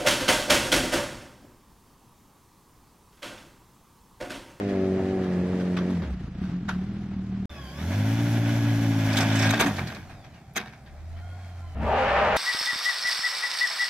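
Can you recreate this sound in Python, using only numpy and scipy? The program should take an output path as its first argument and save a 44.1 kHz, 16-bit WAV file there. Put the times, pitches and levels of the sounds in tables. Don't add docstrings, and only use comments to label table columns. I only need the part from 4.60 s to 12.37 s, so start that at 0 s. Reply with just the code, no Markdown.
import sys
import numpy as np
from scipy import signal
from scipy.fft import rfft, irfft, next_fast_len
from scipy.io import wavfile
from scipy.ndimage import uniform_filter1d

SR = 44100
rng = np.random.default_rng(int(sys.argv[2]) if len(sys.argv) > 2 else 0)


def convert_level_to_amplitude(level_db):
    exponent = np.asarray(level_db, float) / 20
    return 10 ** exponent


def store_wav(level_fs):
    pcm = np.round(np.clip(np.atleast_2d(level_fs), -1, 1) * 32767)
    wavfile.write(sys.argv[1], SR, pcm.T.astype(np.int16))


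N = 342641
TIME = np.arange(N) / SR
PADDED = next_fast_len(N)


def in_time(rows):
    s, *columns = np.transpose(rows)
    since_start = TIME - s[0] + (s[0] < .01)
    until_end = s[-1] - TIME + (s[-1] > 7.7)
    gate = np.clip(np.minimum(since_start, until_end) / .004, 0, 1)
    return [np.interp(TIME, s, c) for c in columns] + [gate]


def bump(s, half_s):
    return np.exp(-((TIME - s) / half_s) ** 2)


def hill(hz, top_hz, width_hz, top_db):
    return top_db / (1 + (2 * (hz - top_hz) / width_hz) ** 2)


def evened(x, span_s=0.022):
    return x / np.sqrt(uniform_filter1d(x ** 2, size=round(span_s * SR)) + 1e-12)


def drift(rate):
    knots = rng.standard_normal(round(N / SR * 60) + 2)
    return np.interp(TIME * min(rate, 59), np.arange(len(knots)), knots) * 1.22


def filtered(x, hz, order, kind="low"):
    return signal.sosfilt(signal.butter(order, hz, kind, fs=SR, output="sos"), x)


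def resonate(x, hz, width_hz):
    r = np.exp(-np.pi * width_hz / SR)
    poles = [1, -2 * r * np.cos(2 * np.pi * hz / SR), r * r]
    return signal.lfilter([(1 - r * r) / 2, 0, (r * r - 1) / 2], poles, x + 1e-18)


def pipes(x, modes):
    return sum((-1) ** k * convert_level_to_amplitude(db) * resonate(x, hz, width) for k, (hz, width, db) in enumerate(modes))


def firings(turns, pattern_db, spread_db, jitter):
    at = np.flatnonzero(np.diff(np.floor(turns + jitter * drift(40))) > 0)
    clicks = np.zeros(N)
    clicks[at] = convert_level_to_amplitude(np.resize(pattern_db, len(at)) + spread_db * rng.standard_normal(len(at)))
    return clicks


# (time [s], crank turns [Hz], exhaust level [dB])
SPORT = [(0, 50.96, -31.5), (0.2, 47.4, -28.5), (0.56, 47.38, -30), (0.76, 44.8, -32), (0.92, 45.7, -32.5),
         (1.24, 44.72, -33), (1.31, 45.84, -27), (1.4, 42.27, -23.5), (1.53, 31.13, -29), (1.57, 30, -32.5),
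         (1.65, 28.04, -31), (1.705, 25.67, -35), (1.79, 30.9, -32), (1.83, 35.75, -26.5),
         (1.864, 38.8, -31.5), (1.904, 43.14, -26.5), (1.986, 45.45, -33), (2.07, 39.83, -30),
         (2.11, 37.05, -33.5), (2.15, 35.93, -27.5), (2.28, 39.5, -30.5), (2.42, 41.45, -31),
         (2.6, 37.98, -32), (2.87, 38.82, -31.5)]
# (multiple, level against the exhaust [dB])
SPORT_ORDERS = [(1, -41), (2, -8), (3, -30), (4, -2), (5, -7.5), (6, -4), (7, -25), (8, -10.5), (9, -19.5),
                (10, -12), (11, -26), (12, -13.5), (13, -26), (14, -17), (15, -33), (16, -19), (18, -44),
                (36, -32.5)]
# (pitch [Hz], width [Hz], lift [dB])
SPORT_PIPE = [(62.4, 17, 17.5), (174.3, 15.7, 10.5), (379.6, 55, 9.5)]
# (multiple, time [s], half length [s], lift [dB])
SPORT_GLINTS = [(14, 0.18, 0.17, 7), (14, 0.55, 0.12, -5), (12, 0.17, 0.14, 4), (10, 0.12, 0.06, 4),
                (10, 0.42, 0.16, -5), (16, 0.53, 0.13, 6), (16, 0.15, 0.2, -5), (8, 0.35, 0.2, 3),
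                (8, 1.15, 0.15, -3), (10, 0.95, 0.3, 5), (4, 1.05, 0.3, 3), (11, 0.95, 0.2, 5),
                (13, 0.98, 0.2, 8), (15, 1.0, 0.15, 11), (16, 1.0, 0.25, -7), (6, 1.0, 0.3, -2),
                (14, 1.31, 0.04, 9), (5, 1.32, 0.03, 8), (6, 1.32, 0.03, 7)]
SPORT_CYLINDERS_DB = [-0.5, -8.5, 3.5, -12.5]
# (pitch [Hz], width [Hz], level [dB])
SPORT_BOOM = [(40, 30, -26.5), (85.4, 30, 2.5), (113.6, 4.7, 7.5), (184.3, 4.5, 11), (248, 53, -10.5)]
# (pitch [Hz], width [Hz], level [dB])
SPORT_BARK = [(257, 84, 4.5), (312, 25, 9.5), (353, 70, 0)]
# (multiple, level [dB])
IDLE_LINES = [(1, -16.5), (2, -8.5), (3, -8), (4, -12), (5, -6.5), (6, -11), (7, -16), (8, -20)]
SHUT_S, HANDOVER_S = 1.27, 0.35
SHUT_DB_PER_S = 33.5
IDLE_BOOM_DB, IDLE_BARK_DB = -5, -17
BLIP_DB = {4: 13, 5: -13}


def sport_bike():
    crank_hz, level_db, gate = in_time(SPORT)
    angle = 2 * np.pi * np.cumsum(crank_hz * (1 + 0.0015 * drift(27))) / SR
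    turns = angle / (2 * np.pi)
    shut = np.maximum(TIME - SHUT_S, 0)
    idling = np.clip(shut / HANDOVER_S, 0, 1) ** 2

    pull = 0
    for k, db in SPORT_ORDERS:
        k = round(k)
        lift_db = sum(hill(k * crank_hz, *mode) for mode in SPORT_PIPE)
        for which, s, half_s, glint_db in SPORT_GLINTS:
            if round(which) == k:
                lift_db = lift_db + glint_db * bump(s, half_s)
        loss_db = SHUT_DB_PER_S * abs(k - 2) * shut
        phase = -0.0313 * k * k + 2.36 * (k % 2)
        pull = pull + convert_level_to_amplitude(db + lift_db - loss_db + 1.1 * drift(8.98)) * np.sin(k * angle + phase)

    pulses = firings(turns, SPORT_CYLINDERS_DB, 1.6, .025)
    every_second = pulses * (np.floor(turns) % 2)
    tick = resonate(resonate(every_second, 730, 70), 720, 83)
    pulses = filtered(pulses, 430, 4)
    boom = convert_level_to_amplitude(IDLE_BOOM_DB) * evened(pipes(pulses, SPORT_BOOM), 0.035)
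    bark = convert_level_to_amplitude(IDLE_BARK_DB) * evened(resonate(pipes(pulses, SPORT_BARK), 390, 250), 0.094)
    hum = 0
    for k, db in IDLE_LINES:
        lift_db = hill(k * crank_hz, 194.3, 34, 9.5) + BLIP_DB.get(round(k), 0) * bump(1.956, 0.059)
        hum = hum + convert_level_to_amplitude(db + lift_db + 1.3 * drift(20)) * np.cos(k * angle - 0.59 * k)
    idle = convert_level_to_amplitude(level_db) * (boom + bark + hum) + convert_level_to_amplitude(-61.5) * (TIME > 2.25) * tick / tick.std()

    sound = idling * idle - np.sqrt(2) * (1 - idling) * convert_level_to_amplitude(level_db) * pull
    load_db = np.where(TIME < 1.51, -120 * shut, level_db + 31.0)
    return gate * sound, np.where(shut > 0, turns, 2 * turns), load_db


# (time [s], half firing rate [Hz], firing tone [dB], load [dB])
TOURER = [(2.9, 36.92, -43, -29), (3.09, 32.14, -43.5, -28), (3.17, 35.3, -41.5, -18.5),
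          (3.22, 39.93, -32.5, -10.5), (3.36, 50.5, -24.5, -3.5), (3.59, 57.83, -23.5, 1.5),
          (4.11, 57, -23.5, 1.5), (4.5, 53.7, -24.5, 3.5), (4.9, 54.6, -22.5, 2.5), (4.99, 57.6, -35, -5.5),
          (5.04, 57.3, -32.5, 4), (5.26, 39.2, -40, -10.5), (5.4, 43.7, -49.5, -27.5),
          (5.61, 47.45, -50.5, -34.5), (5.92, 33.3, -57.5, -42), (6.17, 31.4, -56, -37.5),
          (6.47, 40.32, -37, -53.5), (6.65, 44.2, -36, -46), (6.8, 45.2, -38, -44.5),
          (7.15, 41.8, -36.5, -47.5)]
# (multiple of the half rate, level [dB], phase [rad])
TOURER_OVERTONES = [(1, -21, 0.16), (3, -6, 0.44), (4, -4.5, 0.11), (5, -6, -0.63), (6, -14.5, -0.31),
                    (7, -25.5, 0.011), (10, -22.5, -2.16)]
OVERTONES_DB, FLUTTER_DB = -31, -35
FLUTTER_FOLLOWS = 0.33
REV_DB = 11.5


def tourer():
    half_hz, tone_db, load_db, gate = in_time(TOURER)
    flutter = resonate(rng.standard_normal(N), 120, 54)
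    upper_pipe = resonate(rng.standard_normal(N), 160, 185)
    flutter = flutter + np.where(TIME < 5.4, .8, .1) * upper_pipe
    flutter = evened(filtered(flutter, 380, 4), 1.0)

    coasting = 1 + 2.5 * ((TIME > 4.95) & (TIME < 6.2) | (TIME < 3.15))
    angle = 2 * np.pi * np.cumsum(half_hz * (1 + 0.0052 * coasting * drift(24.81))) / SR
    overtones = 0
    for k, db, phase in TOURER_OVERTONES:
        rev_db = REV_DB * (k > 3) * bump(3.14, 0.22)
        pipe_db = (TIME < 5) * hill(k * half_hz, 279.5, 31, 8) - 2.4 * (TIME > 5)
        waver_db = 1.5 * coasting * drift(30)
        overtones = overtones + convert_level_to_amplitude(db + rev_db + pipe_db + waver_db) * np.cos(k * angle + phase)
    tone = convert_level_to_amplitude(tone_db + 0.67 * coasting * drift(25)) * np.cos(2 * angle)
    sound = -np.sqrt(2) * (tone + convert_level_to_amplitude(OVERTONES_DB + load_db) * overtones)
    sound = sound + convert_level_to_amplitude(FLUTTER_DB + FLUTTER_FOLLOWS * load_db) * flutter
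    return gate * sound, angle / np.pi, (load_db + tone_db + 23.0) / 2


# (time [s], howl pitch [Hz], level [dB])
FAR = [(7.152, 619, -44), (7.19, 699, -42.5), (7.205, 657, -37.5), (7.24, 648, -34.5), (7.28, 645, -29),
       (7.34, 603.4, -24), (7.39, 533, -21.5), (7.45, 503.7, -21), (7.49, 581.3, -20.5),
       (7.55, 580.5, -20.5), (7.58, 605, -18), (7.74, 627.5, -20.5), (7.77, 655, -17.5)]
# (pitch [Hz], width [Hz], level [dB])
FAR_PIPES = [(409, 60, 10), (615, 73, 15.5), (800, 31.5, 21), (925, 47, 13.5), (1186, 77, 6.5),
             (1660, 54, -6.5), (2540, 270, -18), (2540, 28, -15)]
# (multiple, level [dB])
HOWL_OVERTONES = [(2, -12), (3, -14)]
HOWL_OPENS_S = 7.42


def far_bike():
    howl_hz, level_db, gate = in_time(FAR)
    pulses = firings(121 * TIME, [0, -4], 4., 0.302)
    ragged = pulses + 0.2 * rng.standard_normal(N)

    angle = 2 * np.pi * np.cumsum(howl_hz * (1 + 0.01556 * drift(45))) / SR
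    opened = np.clip((TIME - HOWL_OPENS_S) / 0.068, 0, 1)
    howl = np.sin(angle) * convert_level_to_amplitude(2.8 * drift(50))
    for k, db in HOWL_OVERTONES:
        howl = howl + opened * convert_level_to_amplitude(db + 4.1 * drift(40)) * np.cos(k * angle)

    rasp = pipes(ragged * convert_level_to_amplitude(2.1 * drift(55)), FAR_PIPES)
    rasp_db = level_db - 4.0 + 9.5 * bump(7.3, 0.076)
    thud = pipes(ragged, [(68.3, 10.2, 12.5), (108, 120.0, -2.0), (225, 46.0, 3.0)])
    thud_db = -32.5 + 7 * bump(7.24, 0.1) - 3.8 * bump(7.15, 0.014)
    sound = convert_level_to_amplitude(level_db - 6.0) * evened(howl) + convert_level_to_amplitude(rasp_db) * evened(rasp) + convert_level_to_amplitude(thud_db) * evened(thud)
    sound = sound + 0.67 * sound ** 2
    return gate * .22 * np.tanh(sound / .22)


# (time [s], peak [dB], body below peak [dB], edge below peak [dB], clang pitch [Hz])
CLANKS = [(1.1678, -24, -10.5, -29, 1204), (1.293, -42.5, 8.5, -49, 900), (2.082, -23.5, -6, -55, 1381),
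          (4.5696, -19.5, -1, -3, 3412), (4.604, -22.5, -0.5, -24.5, 1631), (4.753, -30, -3.5, -13, 1800),
          (4.896, -21.5, -3, -4.5, 3500), (4.996, -10.5, -0.5, -7, 1500), (5.062, -24, -3, -6, 1500),
          (5.1768, -22, -5, -39, 1370), (5.9591, -17, -5.5, -5.5, 1890), (7.7644, -14, 7, -10.5, 1270)]
# (time [s], peak [dB])
KNOCKS = [(0.0904, -50), (0.639, -38), (1.0014, -38), (1.421, -38), (1.52, -55), (1.7792, -48),
          (1.83, -42.5), (1.86, -51), (1.89, -52), (2.2623, -51), (4.3888, -34.5), (4.4853, -34),
          (4.5001, -33), (4.721, -34), (4.9775, -32.5), (5.1665, -47), (5.303, -33.5), (6.79, -50),
          (4.526, -30), (4.798, -23.5), (4.827, -20.5), (4.859, -26.5), (4.929, -22), (5.2705, -35.5),
          (5.3488, -37.5), (5.4954, -39.5), (5.6425, -44), (5.739, -49), (5.95, -44), (6.059, -42.5),
          (6.125, -47.5), (6.2617, -46), (6.569, -47.5), (7.206, -55)]
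# (pitch [Hz], level [dB], width [Hz])
LIGHT_RAMP = [(1100, -18, 110), (1270, 0, 150), (1500, 6, 190), (1800, -5.5, 120), (1940, -2.5, 420),
              (2650, -4, 200)]
# (pitch [Hz], level [dB], width [Hz])
RAMP = [(1280, -6, 490), (1627, 5, 54), (1807, -1.5, 46), (1866, -1.5, 58), (2070, 0.5, 70), (2248, 7, 98),
        (2445, 2.5, 49)]
# (pitch [Hz], level [dB], width [Hz])
RAMP_RUNGS = [(3236, 1, 74), (3500, 2, 100), (3795, 2, 110), (4510, -0.5, 260), (5110, -5.5, 150),
              (5740, 0, 320)]
# (pitch [Hz], level [dB], width [Hz])
RAMP_BODY = [(222, 17.5, 31), (361, 10, 53), (462, 5, 32), (646, 11.5, 73), (744, 13, 44), (906, 6, 58)]
# (pitch [Hz], level [dB], width [Hz])
RAMP_EDGE = [(6370, 8.5, 290), (7370, 1.5, 330), (8830, -4.5, 810), (11500, -3, 2200), (12600, -1, 900)]
CLANK_T60_S, CLANK_SWELL_S = 0.13, 0.009
KNOCK_T60_S, KNOCK_SWELL_S = 0.18, 0.002
KNOCK_BODY_DB, KNOCK_EDGE_DB, KNOCK_HZ = -4.5, -23, 1670
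CLANG_SPREAD = 0.096
GRIT_S, GRIT_DB = 0.001, 3.5
HOLD_S = 0.02
CRACK_DB, CRACK_T60_S = -5, 0.012
RUNGS_DB, RUNGS_FOLLOW = -7, 0.12


def ramp_blows():
    blows = [(*row, CLANK_T60_S, CLANK_SWELL_S, 0) for row in CLANKS]
    blows += [(*row, KNOCK_BODY_DB, KNOCK_EDGE_DB, KNOCK_HZ, KNOCK_T60_S, KNOCK_SWELL_S, 1) for row in KNOCKS]
    out, chance = np.zeros((2, N)), rng.standard_normal((60, 8))
    grit_db = GRIT_DB * rng.standard_normal(N)[(TIME / GRIT_S).astype(int)]
    chatter = rng.standard_normal((2, N)) * convert_level_to_amplitude(grit_db)
    parts = [[convert_level_to_amplitude(db) * resonate(chatter, hz, width) / np.sqrt(width) for hz, db, width in modes]
             for modes in (LIGHT_RAMP, RAMP, RAMP_RUNGS, RAMP_BODY, RAMP_EDGE)]

    for (s, peak_db, body_db, edge_db, spot_hz, t60, swell_s, loose), luck in zip(blows, chance):
        span = slice(round(s * SR) - 130, min(round((s + .3) * SR), N))
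        age = TIME[span] - TIME[span][0]
        struck = [parts[int(s > 2.87)], *parts[2:]]
        deck, rungs, body, edge = [sum(convert_level_to_amplitude(2. * c) * mode[:, span] for c, mode in zip(luck, modes))
                                   for modes in struck]
        clang = resonate(chatter[:, span], spot_hz * (1 + CLANG_SPREAD * luck[-1]), 300) / np.sqrt(300)
        deck = filtered(deck + clang, 2750, 6)
        rungs = filtered(rungs + 2 * (spot_hz > 2750) * clang, 7800, 4)
        edge = filtered(edge, 13800, 4)

        swell = 0.78 * (1 - np.exp(-age / swell_s))
        crack = loose * convert_level_to_amplitude(CRACK_DB - 60 * (age - .003) / CRACK_T60_S) * (age > .003)
        rungs_db = RUNGS_DB + RUNGS_FOLLOW * edge_db - 6.8 * (5.03 < s < 5.5)
        layers = [(deck, -1.5, 1.1), (rungs, rungs_db, 0.7), (body, body_db + 0.5, 1.5), (edge, edge_db, .3)]
        for ringing, level_db, slower in layers:
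            early = convert_level_to_amplitude(-60 * np.maximum(age - HOLD_S, 0) / (slower * t60))
            late = convert_level_to_amplitude(-17.5 - 60 * age / (0.49 * slower))
            shape = swell * (early + late) + crack
            out[:, span] += convert_level_to_amplitude(peak_db + level_db - 7.5) * shape * ringing / ringing.std()
    return out


# (time [s], peak [dB],
# ringing pitch [Hz])
TICKS = [(0.0914, -39, 1500), (1.0015, -41, 1500), (1.167, -28.5, 2530), (2.088, -18, 1500),
         (2.855, -39, 3000), (4.3884, -43, 3500), (4.4447, -53, 3500), (4.487, -22, 1800),
         (4.502, -28, 1500), (4.529, -26, 4600), (4.5687, -15.5, 3500), (4.605, -21, 5300),
         (4.7223, -34, 5300), (4.754, -27, 6400), (4.791, -25, 5300), (4.8214, -23, 5300),
         (4.8578, -23, 3610), (4.8916, -23.5, 3630), (4.999, -12, 2415), (5.001, -27.5, 11500),
         (5.962, -32, 5000), (5.0595, -16, 1500), (5.1646, -34, 4010), (5.181, -22, 1390),
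         (5.271, -30.5, 4040), (5.346, -37, 4010), (5.934, -54, 11730), (6.568, -46, 1500),
         (7.203, -47, 900), (7.7645, -27, 10580)]
TICK_T60_S, TICK_SWELL_S = 0.098, 0.001
TICK_WIDTH_SHARE = 0.14
TICK_SPRAY_DB = -8.5


def rung_ticks():
    out, white = np.zeros((2, N)), rng.standard_normal((2, N))
    for s, peak_db, hz in TICKS:
        span = slice(round(s * SR), min(round((s + .06) * SR), N))
        age = TIME[span] - TIME[span][0]
        spray = filtered(white[:, span], [.45 * hz, min(1.45 * hz, 15000)], 2, "band")
        spot = resonate(white[:, span], hz, TICK_WIDTH_SHARE * hz)
        fall = convert_level_to_amplitude(peak_db - 9.5 - 60 * age / TICK_T60_S) * (1 - np.exp(-age / TICK_SWELL_S))
        out[:, span] += fall * (spot / spot.std() + convert_level_to_amplitude(TICK_SPRAY_DB) * spray / spray.std())
    return out


# (pitch [Hz], level [dB], width [Hz])
RATTLE = [(1800, 4.5, 90), (2540, -1, 130), (3570, 3.5, 130), (4600, -12.5, 150), (5300, -2, 130),
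          (6400, -4.5, 150), (7660, -3, 160)]
RATTLE_S, RATTLE_HALF_S, RATTLE_DB, RATTLE_PER_S = 4.8, 0.26, -38, 180


def rung_rattle():
    span = slice(4 * SR, round(5.5 * SR))
    size, out = span.stop - span.start, np.zeros((2, N))
    strength = convert_level_to_amplitude(4.3 * np.minimum(rng.exponential(1, (2, size)), 3))
    grains = (rng.random((2, size)) < RATTLE_PER_S / SR) * strength
    buzz = 0
    for hz, db, width in RATTLE:
        dealt = rng.random((2, size)) < .5
        buzz = buzz + convert_level_to_amplitude(db) * resonate(grains * dealt, hz, width) / width
    buzz = filtered(buzz, 8000, 4)
    out[:, span] = convert_level_to_amplitude(RATTLE_DB) * bump(RATTLE_S, RATTLE_HALF_S)[span] * buzz / buzz.std()
    return out


# (start [s], length [s], level [dB])
WHINE = [
    (2.69, 0.68, -49.5),
    (3.2, 1.15, -58),
    (5.3, 0.67, -66),
    (6.176, 0.46, -60),
    (6.47, 0.9, -57),
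]
WHINE_MULTIPLES = [2, 3, 4, 6, 9, 12, 18]
WHINE_DB = [
    [-8, -12, -1, -12, -13, -4, -8],
    [-30, -30, -30, -6, -12, -9, -30],
    [-30, -30, -30, -5, -2, -7, -30],
    [2, -16, -14, -18, -26, -15, -32],
    [3, -9, -2, -8, -8, -16, -32],
]
WHINE_FADE_S = 0.19
TEETH_PER_HALF = 8.03
OVERRUN_S, OVERRUN_HZ, OVERRUN_SAG_PER_S = 5.45, 497, 1.45


def gear_whine():
    grain = filtered(rng.standard_normal((7, N)), 90, 2)
    overrun_hz = OVERRUN_HZ * np.exp(OVERRUN_SAG_PER_S * (OVERRUN_S - TIME))
    tooth_hz = np.where(abs(TIME - 5.6) < .42, overrun_hz, TEETH_PER_HALF * in_time(TOURER)[0])
    angle = 2 * np.pi * np.cumsum(tooth_hz * (1 + .004 * drift(58))) / SR
    swells = [convert_level_to_amplitude(db) * np.clip(np.minimum(TIME - s, s + length_s - TIME) / WHINE_FADE_S, 0, 1)
              for s, length_s, db in WHINE]
    out = 0
    for k, strengths_db, blur in zip(WHINE_MULTIPLES, np.transpose(WHINE_DB), grain / grain.std()):
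        unsteady = (1 + blur * k * tooth_hz / 5000) / (1 + (k * tooth_hz / 6300) ** 12)
        out = out + convert_level_to_amplitude(strengths_db) @ swells * convert_level_to_amplitude(3.2 * drift(22)) * unsteady * np.sin(k * angle)
    return out * (TIME > CUTS[1][0]) * (TIME < CUTS[1][1])


# (from [s], clatter [dB], hiss [dB], sizzle [dB], share of the load's swing)
GEAR = [
    (0, -34.5, -51, -64, 0.12),
    (1.51, -54, -54.5, -72, 0.96),
    (2.9, -50.5, -38, -50.5, 0.5),
    (5.45, -36.5, -39.5, -53.5, 0.66),
    (7.15, -30, -36.5, -57.5, 1),
]
# (pitch [Hz], level [dB per Hz])
GEAR_MID = [
    [(30, -34.5), (80, 6), (310, 5.5), (520, -2.5), (579, -2), (1050, -13), (1690, -14), (1830, -11.5),
     (4120, -24.5), (13200, -45)],
    [(310, -1.5), (520, -6.5), (603, -11.5), (720, -9), (893, -18.5), (4010, -41), (13200, -62)],
    [(300, -49), (560, 21), (781, 12), (1250, -9), (3440, -17.5), (8780, -32), (12100, -27.5), (15600, -34)],
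    [(240, -64), (400, -5.5), (695, 10.5), (958, -4), (2400, -11), (2890, -17.5), (15600, -24.5)],
    [(400, -23), (520, -8.5), (724, -12.5), (965, -12), (1710, -13), (2870, -17), (3340, -24.5),
     (15600, -72)],
]
# (pitch [Hz], width [Hz], lift [dB])
CASING = [
    [(1692, 36, 7.6)],
    [(678.2, 30, 3.6)],
    [(1500, 240, 7.55), (1676, 34, 9.7), (2230, 1060, 7.1), (3002, 62, 9.5), (3420, 260, 5.5),
     (5590, 120, 9), (6370, 640, 4.6)],
    [(782, 8.8, 13), (2360, 110, 1.3)],
    [(1800, 38, 3.4)],
]
RUMBLE_S, RUMBLE_RISE_S, RUMBLE_DB = 4.73, 0.27, 5.5


def running_gear(turns, load_db):
    out = np.zeros((2, N))
    puff = 1 + 0.14 * np.cos(2 * np.pi * turns)
    rumble_db = RUMBLE_DB * bump(RUMBLE_S, RUMBLE_RISE_S)
    ranges = [(1e-3, 1400, 1), (1400, 6000, 1), (6000, 1e6, 0)]
    edges = [round(row[0] * SR) for row in GEAR] + [N]
    for (_, *levels_db, follows), colour, casing, start, end in zip(GEAR, GEAR_MID, CASING, edges, edges[1:]):
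        size = next_fast_len(end - start)
        hz = np.fft.rfftfreq(size, 1 / SR) + 1
        colour_hz, colour_db = np.transpose(colour)
        shape_db = np.interp(np.log(hz), np.log(colour_hz), colour_db)
        shape_db += sum(hill(hz, *mode) for mode in casing)
        noise = rfft(rng.standard_normal((2, size))) * convert_level_to_amplitude(shape_db)
        for level_db, (low, high, shaken) in zip(levels_db, ranges):
            slopes = np.sqrt((1 + (low / hz) ** 6) * (1 + (hz / high) ** 6))
            band = irfft(noise / slopes, size)[:, :end - start]
            gain = convert_level_to_amplitude(level_db + follows * load_db + shaken * rumble_db + 1.3 * drift(30)) * puff
            out[:, start:end] += gain[start:end] * band / band.std()
    return out


# (time [s], half length [s], level above calm [dB])
GUSTS = [
    (1.749, 0.17, 11),
    (2.615, 0.59, 12),
    (4.213, 0.84, 27),
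    (5.561, 0.3, 26),
    (6.506, 0.33, 35),
    (7.24, 0.31, 40),
]
WIND_DB = -82.5


def wind():
    rumble = filtered(rng.standard_normal((3, N)), [24, 48], 2, "band")
    level_db = WIND_DB + sum(db * bump(s, half_s) for s, half_s, db in GUSTS)
    return convert_level_to_amplitude(level_db) * (rumble[2] + 1.1 * rumble[:2]) / rumble.std()


# (pitch [Hz], side minus centre [dB])
SIDE_SHARE = [(60, -51), (110, -22.5), (200, -36), (380, -17), (1290, -9), (2380, -5.5), (4400, -0.5),
              (15000, 1)]


def widen(mid, side):
    hz = np.fft.rfftfreq(PADDED, 1 / SR) + 1
    share_hz, share_db = np.transpose(SIDE_SHARE)
    share = convert_level_to_amplitude(np.interp(np.log(hz), np.log(share_hz), share_db))
    side = irfft((.93 * rfft(side, PADDED) - .33j * rfft(mid, PADDED)) * share, PADDED)[:N]
    return np.array([mid + side, mid - side])


# (start [s], end [s])
CUTS = [
    (0, 2.856),
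    (2.895, 7.15),
    (7.15, 7.77),
]
LEFT_LEAN_DB = [
    0.0,
    -0.35,
    1.1,
]


def scene():
    sport, sport_turns, sport_db = sport_bike()
    tour, tour_turns, tour_db = tourer()
    engines = sport + tour + far_bike() + gear_whine()
    first, last = TIME < 2.87, TIME > CUTS[2][0]
    load_db = np.where(first, sport_db, np.where(last, in_time(FAR)[1] + 23, tour_db))
    turns = np.where(first, sport_turns, tour_turns)
    metal = ramp_blows() + rung_ticks() + rung_rattle() + running_gear(turns, load_db)
    lean_db = np.where(first, LEFT_LEAN_DB[0], np.where(last, LEFT_LEAN_DB[2], LEFT_LEAN_DB[1])) / 2
    twin = np.roll(engines, round(0.018 * SR))
    return widen(engines + metal[0], twin + metal[1]) * convert_level_to_amplitude([lean_db, -lean_db]) + wind()


def low_pass(x):
    return signal.sosfilt(signal.butter(12, 15800, fs=SR, output="sos"), x)


def record(dry):
    hz, s, cells = signal.stft(dry, SR, nperseg=1024)
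    column_hz = hz[:, None]
    patches = rng.standard_normal((75, len(s) // 3 + 1)).repeat(7, axis=0).repeat(3, axis=1)
    patches = patches[:len(hz), :len(s)]
    bar = np.interp(hz, [2490, 7500, 9300, 12300, 13000, 16000], [4.2, 1.6, 0.9, 2.0, 1.2, .3])
    faint = np.interp(s, [1.2, 1.7], [.6, 1.3]) * (s < 2.87) * (column_hz > 3000)
    loud = uniform_filter1d(abs(cells), size=9, axis=1) > convert_level_to_amplitude(-70)
    below_top = column_hz < np.where(s < 2.87, 13100, 15700)
    kept = ((patches < bar[:, None] - faint) | loud) & below_top
    dip = convert_level_to_amplitude(hill(column_hz, 2870, 300, -2.5) * (abs(s - 5) < 2.15))
    worn = signal.istft(cells * kept * dip, SR, nperseg=1024)[1][:, :N]
    heard = (TIME < CUTS[0][1]) | (TIME > CUTS[1][0])
    mix = 0.39 * np.tanh(worn / 0.44) * heard
    return low_pass(mix)


dry = scene()
out = record(dry)
store_wav(out)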